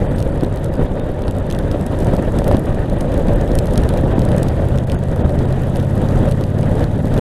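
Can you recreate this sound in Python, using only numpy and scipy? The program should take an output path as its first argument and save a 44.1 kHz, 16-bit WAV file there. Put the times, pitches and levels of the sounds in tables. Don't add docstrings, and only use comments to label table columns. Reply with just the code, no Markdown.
import sys
import numpy as np
from scipy import signal
from scipy.io import wavfile
from scipy.ndimage import uniform_filter1d

SR = 44100
rng = np.random.default_rng(int(sys.argv[2]) if len(sys.argv) > 2 else 0)


def put_to_file(sound):
    columns = np.atleast_2d(sound).T
    safe = np.clip(columns, -1, 1)
    whole_steps = np.round(safe * 32767)
    wavfile.write(sys.argv[1], SR, whole_steps.astype(np.int16))


def makeup_ratio(level_db):
    decades = np.asarray(level_db, float) / 20
    return 10 ** decades


N = 326119

# (time [s], level [dB])
WET = [(0, -52), (.5, -58), (1.25, -59), (1.6, -55.5), (2.4, -51.5), (2.75, -55.5), (3.7, -52), (4.45, -52),
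       (5.0, -55), (6.2, -52), (6.5, -54.5), (7.2, -52.5)]


def rms_one(x):
    return x / np.sqrt(np.mean(x ** 2) + 1e-20)


def in_time(rows):
    s, *columns = np.transpose(rows)
    return [np.interp(np.arange(N) / SR, s, c) for c in columns]


def drift(rate_hz):
    r = np.exp(-40 * np.pi * rate_hz / SR)
    white = rng.standard_normal(N // 20 + 2002)
    slow = signal.lfilter([1], [1, -2 * r, r * r], white)[2000:]
    return np.interp(np.arange(N) / 20, np.arange(len(slow)), rms_one(slow))


def resonance(x, hz, width_hz):
    r = np.exp(-np.pi * width_hz / SR)
    zeros = np.array([1, 0, -1]) * (1 - r * r) / 2
    poles = [1, -2 * r * np.cos(2 * np.pi * hz / SR), r * r]
    return signal.lfilter(zeros, poles, x + 1e-18)


def low_pass(x, hz):
    return signal.sosfiltfilt(signal.butter(8, hz, fs=SR, output="sos"), x)


def turbulence(spectrum, eddies, rate_hz, shared_db, own_db):
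    hz, level_db = np.transpose(spectrum)
    thirds_hz = 975 * 2 ** (np.arange(-19, 13) / 3)
    edges_hz = thirds_hz[(thirds_hz > hz[0]) & (thirds_hz < hz[-1])]
    out, white = 0, rng.standard_normal((2, N + 8000))
    for k, (low, high) in enumerate(zip(edges_hz, edges_hz[1:])):
        sos = signal.butter(3, [low, high], "band", fs=SR, output="sos")
        band = signal.sosfilt(sos, white[k % 2])[-N:]
        colour_db = np.interp(np.log(low * high) / 2, np.log(hz), level_db)
        out = out + band * makeup_ratio(colour_db + shared_db * eddies + own_db * drift(rate_hz))
    return rms_one(out)


def surges():
    # (time of peak [s], level over the stream [dB], build-up [s])
    surge_rows = [(.44, 1, 0.14), (.82, 4.5, 0.2), (1.53, 3, .05), (1.72, 3, .15), (2.14, 4, 0.32),
                  (2.53, 9, .1), (3.3, 4, 0.078), (3.8, 4.5, 0.07), (4.2, 0, 0.08), (4.93, 4, 0.078),
                  (5.24, 4, 0.19), (5.77, 0, 0.13), (6.27, 7.5, 0.45), (6.82, 7, 0.29), (7.19, 6, 0.076)]
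    drop_s = 0.042
    t = np.arange(N) / SR
    return sum(np.interp(t, [s - rise_s, s, s + drop_s], [0, over_db, 0])
               for s, over_db, rise_s in surge_rows)


def airstream():
    # (time [s], level [dB])
    wind_rows = [(0, -21), (.4, -22.5), (.66, -26), (1.0, -24), (1.5, -23.5), (1.85, -24.5), (2.3, -20.5),
                 (2.7, -22.5), (3.6, -20.5), (4.3, -18.5), (4.7, -22.5), (5.0, -25.5), (5.4, -22),
                 (5.85, -24.5), (6.5, -25), (7.0, -24), (7.2, -22)]
    # (frequency [Hz], density [dB per Hz])
    buffet_spectrum = [(12, -2.5), (25, 0), (60, -3), (120, -3.5), (180, -6), (260, -21), (400, -35.5)]
    # (frequency [Hz], density [dB per Hz])
    roar_spectrum = [(110, -32), (200, -3), (300, -2), (400, -5.5), (560, -5.5), (720, -12.5), (950, -20.5),
                     (1300, -60.5)]
    # (frequency [Hz], density [dB per Hz])
    rush_spectrum = [(600, -6.5), (870, -0.5), (1100, -4), (1740, -5.5), (2190, -15.5), (3700, -17),
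                     (4380, -26.5), (5500, -45)]
    # (frequency [Hz], density [dB per Hz])
    spray_spectrum = [(3200, -7), (4500, -4.5), (6500, -5.5), (8000, -1.5), (11000, -8.5), (12800, -11.5),
                      (15000, -13), (16500, -45)]

    wind_db, = in_time(wind_rows)
    spray_db, = in_time(WET)
    surge_db = surges()
    swing_db = wind_db - wind_db.mean()
    wet_swing_db = spray_db - spray_db.mean()
    eddies, swells = drift(37), drift(21)

    shelter_db, = in_time([(5.45, 0), (5.75, -0.7)])
    buffet_db = -18.5 + shelter_db + 1.03 * swing_db + 0.94 * surge_db
    buffet_eddies = eddies + 0.34 * swells
    buffet = makeup_ratio(buffet_db) * turbulence(buffet_spectrum, buffet_eddies, 7.4, shared_db=1.38, own_db=0.67)

    roar_eddies = 0.69 * eddies + 0.29 * swells
    roar = turbulence(roar_spectrum, roar_eddies, 25, shared_db=2.0, own_db=0.8)
    hollow = rms_one(roar + 0.59 * resonance(roar, 554, 110))
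    roar = makeup_ratio(wind_db + surge_db - 0.26) * hollow

    rush_db = -37 + 0.66 * swing_db + 0.14 * wet_swing_db + 0.81 * surge_db
    rush = makeup_ratio(rush_db) * turbulence(rush_spectrum, eddies, 45, shared_db=1.5, own_db=2.0)

    mist_eddies = 0.4 * eddies + 0.9 * drift(160)
    mist = turbulence(spray_spectrum, mist_eddies, 60, shared_db=2.0, own_db=1.0)
    mist = makeup_ratio(spray_db - 1 + 0.45 * surge_db) * mist
    return buffet + roar + rush + mist


def engine():
    # (time [s], rate [cycles per s])
    speed_rows = [(0, 20.0), (1, 19.5), (3.7, 17.0), (4.5, 16.8), (4.8, 16.33), (5.4, 16.46), (5.7, 16.7),
                  (6.3, 17.51), (7.2, 18.3)]
    # (multiple of the cycle, level light [dB], level pulling [dB])
    orders = [(2, -30, -33), (3, -36, -36), (5, -21, -22), (6, -27, -20), (7, -34, -33), (8, -20, -20),
              (9, -33, -30), (10, -38, -31), (11, -36, -27), (12, -40, -32), (13, -32, -30), (14, -37, -32),
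              (16, -40, -36)]
    second_firing = 0.375
    throttle_opens_s, throttle_full_s = 5.25, 6.0

    cycles_hz, = in_time(speed_rows)
    pull, = in_time([(throttle_opens_s, 0), (throttle_full_s, 1)])
    exhaust_db, = in_time([(1.2, -12), (5.1, 0), (throttle_full_s + 0.25, 1.8), (6.6, -1.5)])
    turn = 2 * np.pi * np.cumsum(cycles_hz) / SR
    waver_db = 1.2 * drift(5)
    note = 0
    for k, light_db, pulling_db in orders:
        sign = np.sign(np.cos(np.pi * k * second_firing))
        level_db = light_db + pull * (pulling_db - light_db)
        note = note + sign * makeup_ratio(level_db) * np.cos(k * turn - 0.0622 * k * k)
    return np.sqrt(2) * makeup_ratio(exhaust_db + waver_db - 2.5) * note


def drops():
    # (time [s], level [dB], length [ms], low mode [dB])
    splats = [(.2015, -32, 3.4, 6), (.6428, -28.5, 3.3, -1), (1.4996, -30, 5.2, 3), (1.5101, -27, 3.1, 7.5),
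              (1.587, -29.5, 4, 5), (5.159, -31.5, 4.2, -3), (1.862, -28.5, 5.6, -5),
              (1.9992, -33, 7.6, -1), (2.0449, -31, 2.7, -0.5), (2.3852, -27, 5.7, 1),
              (2.5933, -28.5, 2.5, -12), (3.006, -27.5, 6.4, 1.5), (7.137, -33.5, 6.4, 1.5),
              (3.358, -31.5, 2.5, -13), (3.5517, -21.5, 4.2, -6), (3.586, -19, 4.7, 3),
              (3.7352, -29, 4.6, -5), (3.775, -20, 4.9, 3.5), (3.8347, -28.5, 3.1, 6.5),
              (3.889, -24, 3.26, .6), (4.1918, -27, 2.7, 1.5), (4.2496, -29, 4.1, 0.5),
              (4.362, -30, 4.2, -9.5), (4.379, -29, 5, 3), (4.4283, -23, 4.7, -1), (4.9172, -29.5, 3.5, 6),
              (4.9417, -30.5, 12, -17.5), (5.5236, -31.5, 4.1, .6), (5.758, -30.5, 2.9, 8),
              (6.311, -30.5, 4.7, 2)]
    # (time [s], level [dB], low mode [dB])
    tap_rows = [(.2254, -28.5, 7), (.2754, -31.5, -4), (.4343, -34.5, 5), (0.559, -27, -5),
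                (0.5729, -33, 7), (0.8122, -35, 0), (1.8107, -29, 0), (1.115, -39.5, -4), (1.5246, -27, 4),
                (2.1363, -25, -1), (2.1654, -27, 5), (2.4427, -32, 10), (2.4787, -15.5, -2),
                (2.568, -26, 2.5), (3.1769, -29.5, 3), (3.412, -29.5, 6.5), (3.4767, -31, 6),
                (3.657, -27.5, 0), (3.9377, -29.5, 5), (3.974, -29, 8.5), (4.7851, -31.5, 12.5),
                (4.898, -29.5, 9), (5.2934, -32.5, 5), (5.635, -32, 2), (5.767, -27, 2), (5.9537, -30, -3),
                (6.41, -29.5, 1), (6.8408, -30.5, 11.5), (7.0555, -30, .6), (7.1863, -30.5, 3)]
    # (time [s], level [dB])
    thud_rows = [(.183, -34.5), (.4085, -36.5), (.4458, -37), (.6589, -36), (.753, -39), (1.2192, -35.5),
                 (1.238, -32), (1.28, -34), (1.5478, -32), (1.7135, -30.5), (2.5462, -35), (2.5137, -31.5),
                 (3.1186, -36), (3.2833, -34.5), (3.517, -35), (3.6704, -34), (3.757, -31), (4.218, -34),
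                 (4.3168, -32), (4.4838, -32), (4.7755, -34), (5.3893, -34), (5.7995, -35), (6.087, -34),
                 (6.287, -32), (6.3205, -33.5), (6.438, -32), (6.6297, -36.5), (6.7932, -33), (7.1768, -32)]
    tap_ms, thud_ms, thud_low_db = 1.69, 2.13, 8.5
    count, patter_db, spread_db, patter_ms = 62, -35.5, 1.5, 3
    patter_low_db, low_db_per_doubling = -0.5, -2.5

    when, size, spread, tone = rng.standard_normal((count, 4)).T
    wetness = np.cumsum(makeup_ratio(1.3 * in_time(WET)[0] + 0.8 * surges()))
    slot = np.clip((np.arange(count) + 0.5 + 0.8 * when) / count, 0, 0.97)
    doublings = 0.6 * np.clip(spread, -2, 2)
    patter = zip(np.interp(slot, wetness / wetness[-1], np.arange(N) / SR),
                 patter_db + spread_db * np.clip(size, -2, 1.3),
                 patter_ms * 2 ** doublings,
                 patter_low_db + low_db_per_doubling * doublings + 4.0 * tone)
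    taps = [(s, level_db, tap_ms, low_db) for s, level_db, low_db in tap_rows]
    thuds = [(s, level_db, thud_ms, thud_low_db) for s, level_db in thud_rows]
    return [*splats, *taps, *thuds, *patter]


def rain():
    # (frequency [Hz], width [Hz], level [dB])
    case_modes = [(5000, 880, 3), (6760, 1100, 13.5), (7850, 470, 18), (9350, 1170, 17.5),
                  (11050, 1100, 15.5), (13600, 2600, -2)]

    def modes(x):
        return sum(makeup_ratio(level_db) * resonance(x, hz, width_hz) * (-1) ** k
                   for k, (hz, width_hz, level_db) in enumerate(case_modes))

    def body(x):
        return resonance(resonance(x, 3000, 3100), 3000, 4300) + 0.056 * resonance(x, 1700, 800)

    length = N + 2000
    splat, snap, thud = np.zeros((3, length))
    grit = rng.standard_normal(length) * makeup_ratio(2.8 * rng.standard_normal(length))
    for s, level_db, ms, low_db in drops():
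        at, age = round(s * SR), np.arange(1500) / SR / (ms / 1000)
        shape = makeup_ratio(level_db - 5.5) * np.clip(age / 0.43, 0, 1) * np.exp(-(0.99 * age) ** 4)
        splat[at:at + 1500] += shape * min(ms / 1.8, 1)
        snap[at:at + 1500] += shape * 1.95 / (1 + ms)
        thud[at:at + 1500] += shape * makeup_ratio(low_db)

    tick_db = -48 + 2.6 * np.minimum(rng.exponential(1, length), 3)
    born = (rng.random(length) < 70 / SR) * makeup_ratio(tick_db)
    small = np.convolve(born, np.hanning(36), "same")

    crack = signal.butter(3, [4300, 15400], "band", fs=SR, output="sos")
    ringing = modes(grit * (splat + 1.46 * small)) / np.std(modes(grit))
    impact = signal.sosfilt(crack, grit * (snap + 0.74 * small))
    dull = body(grit * (thud + 1.2 * small)) / np.std(body(grit))
    return (ringing + impact + makeup_ratio(-1.4) * dull)[:N]


def slaps():
    # (time [s], peak level [dB], frequency [Hz])
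    slap_rows = [(0.425, 0, 190), (0.433, 3, 320), (0.699, -6.5, 288), (0.793, -0.5, 236), (1.648, -4, 218),
                 (1.76, -5, 510), (2.197, -2, 303), (2.369, -13, 563), (2.419, -4.5, 574),
                 (2.513, 3.5, 603), (2.546, 6.5, 283), (2.584, -3.5, 250), (3.045, -8.5, 563),
                 (3.257, -7, 538), (3.515, 0.5, 260), (3.769, -13, 245), (4.037, 1.5, 284),
                 (4.095, -7, 285), (4.182, 5, 232), (4.26, -4, 263), (4.376, 0, 195), (4.742, -21, 560),
                 (5.061, -24, 522), (5.164, -6, 560), (5.192, -3, 202), (5.262, -12, 950), (6.754, -8, 557),
                 (6.949, -9, 216), (7.046, -1, 255)]
    push, age_s = np.zeros(N + 900), np.arange(900) / SR
    for s, peak_db, hz in slap_rows:
        at = round(s * SR)
        cycle = np.sin(2 * np.pi * hz * age_s) * np.exp(-(age_s * hz) ** 2)
        push[at:at + 900] -= makeup_ratio(peak_db - 5.5) * cycle
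    cavity = makeup_ratio(-8.5) * resonance(push, 520, 110)
    shell = makeup_ratio(-5.0) * resonance(push, 1100, 700)
    return (push + cavity + shell)[:N]


def scene():
    return (airstream() + slaps() + engine() + rain())[None]


def ragged_top(x):
    below, frames = low_pass(x, 13600), N // 512 + 1
    out = below
    for hz, need_db in ((14300, -78), (15000, -78), (15800, -67)):
        upto = low_pass(x, hz)
        band = np.resize(upto - below, frames * 512).reshape(frames, 512)
        threshold = makeup_ratio(need_db + 3.0 * rng.standard_normal(frames))
        kept = np.repeat(band.std(axis=1) > threshold, 512)[:N]
        out = out + uniform_filter1d(kept * 1., size=128) * (upto - below)
        below = upto
    return out


def starve(x):
    # (time [s], length [ms], frequency [Hz], level [dB])
    dropouts = [(.071, 37, 8130, -53), (.142, 11, 8268, -49), (.304, 14, 8085, -55), (.695, 16, 14300, -70),
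                (.997, 16, 3650, -45.5), (1.237, 14, 6500, -64), (1.412, 11, 7900, -62),
                (2.972, 11.5, 8580, -55), (3.342, 12.5, 9345, -61), (4.137, 15, 6341, -62),
                (4.851, 15, 8200, -70), (4.948, 38, 6535, -58), (5.226, 23, 8200, -66),
                (5.457, 16, 8257, -58), (5.852, 9.2, 7800, -59), (6.573, 4.1, 7800, -62),
                (6.969, 9.4, 5630, -61)]
    weaker_hz, weaker_db = np.array([4500, 9600, 10900]), -3
    t, gap, lines = np.arange(N) / SR, np.zeros(N), np.zeros(N)
    for s, ms, main_hz, main_db in dropouts:
        inside_s = np.minimum(t - s, s + ms / 1000 - t)
        gap = np.maximum(gap, np.clip(inside_s / 0.008 + 0.45, 0, 1))
        window = np.sin(np.pi * np.clip((t - s + 0.0064) / (ms / 1000 + 0.023), 0, 1))
        chance, detune = rng.random((2, len(weaker_hz)))
        others_hz = (weaker_hz * (0.96 + 0.08 * detune))[chance < 0.45]
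        tones = np.sin(2 * np.pi * main_hz * t)
        for hz in others_hz:
            tones = tones + makeup_ratio(min(weaker_db, -58 - main_db)) * np.sin(2 * np.pi * hz * t)
        lines += makeup_ratio(main_db) * window * tones
    return x + gap * (low_pass(x, 3800) - x) + lines


def top_cut(x):
    return signal.sosfilt(signal.butter(12, 16510, fs=SR, output="sos"), x)


def record(dry):
    ceiling, cut_s = 0.705, 7.1955
    loud = np.clip(dry, -ceiling, ceiling)
    t = np.arange(N) / SR
    edit = np.clip((cut_s - t) / 0.0004, 0, 1) * np.clip(t / 0.002, 0, 1)
    mix = starve(ragged_top(loud)) * edit
    return top_cut(mix)


dry = scene()
out = record(dry)
put_to_file(out)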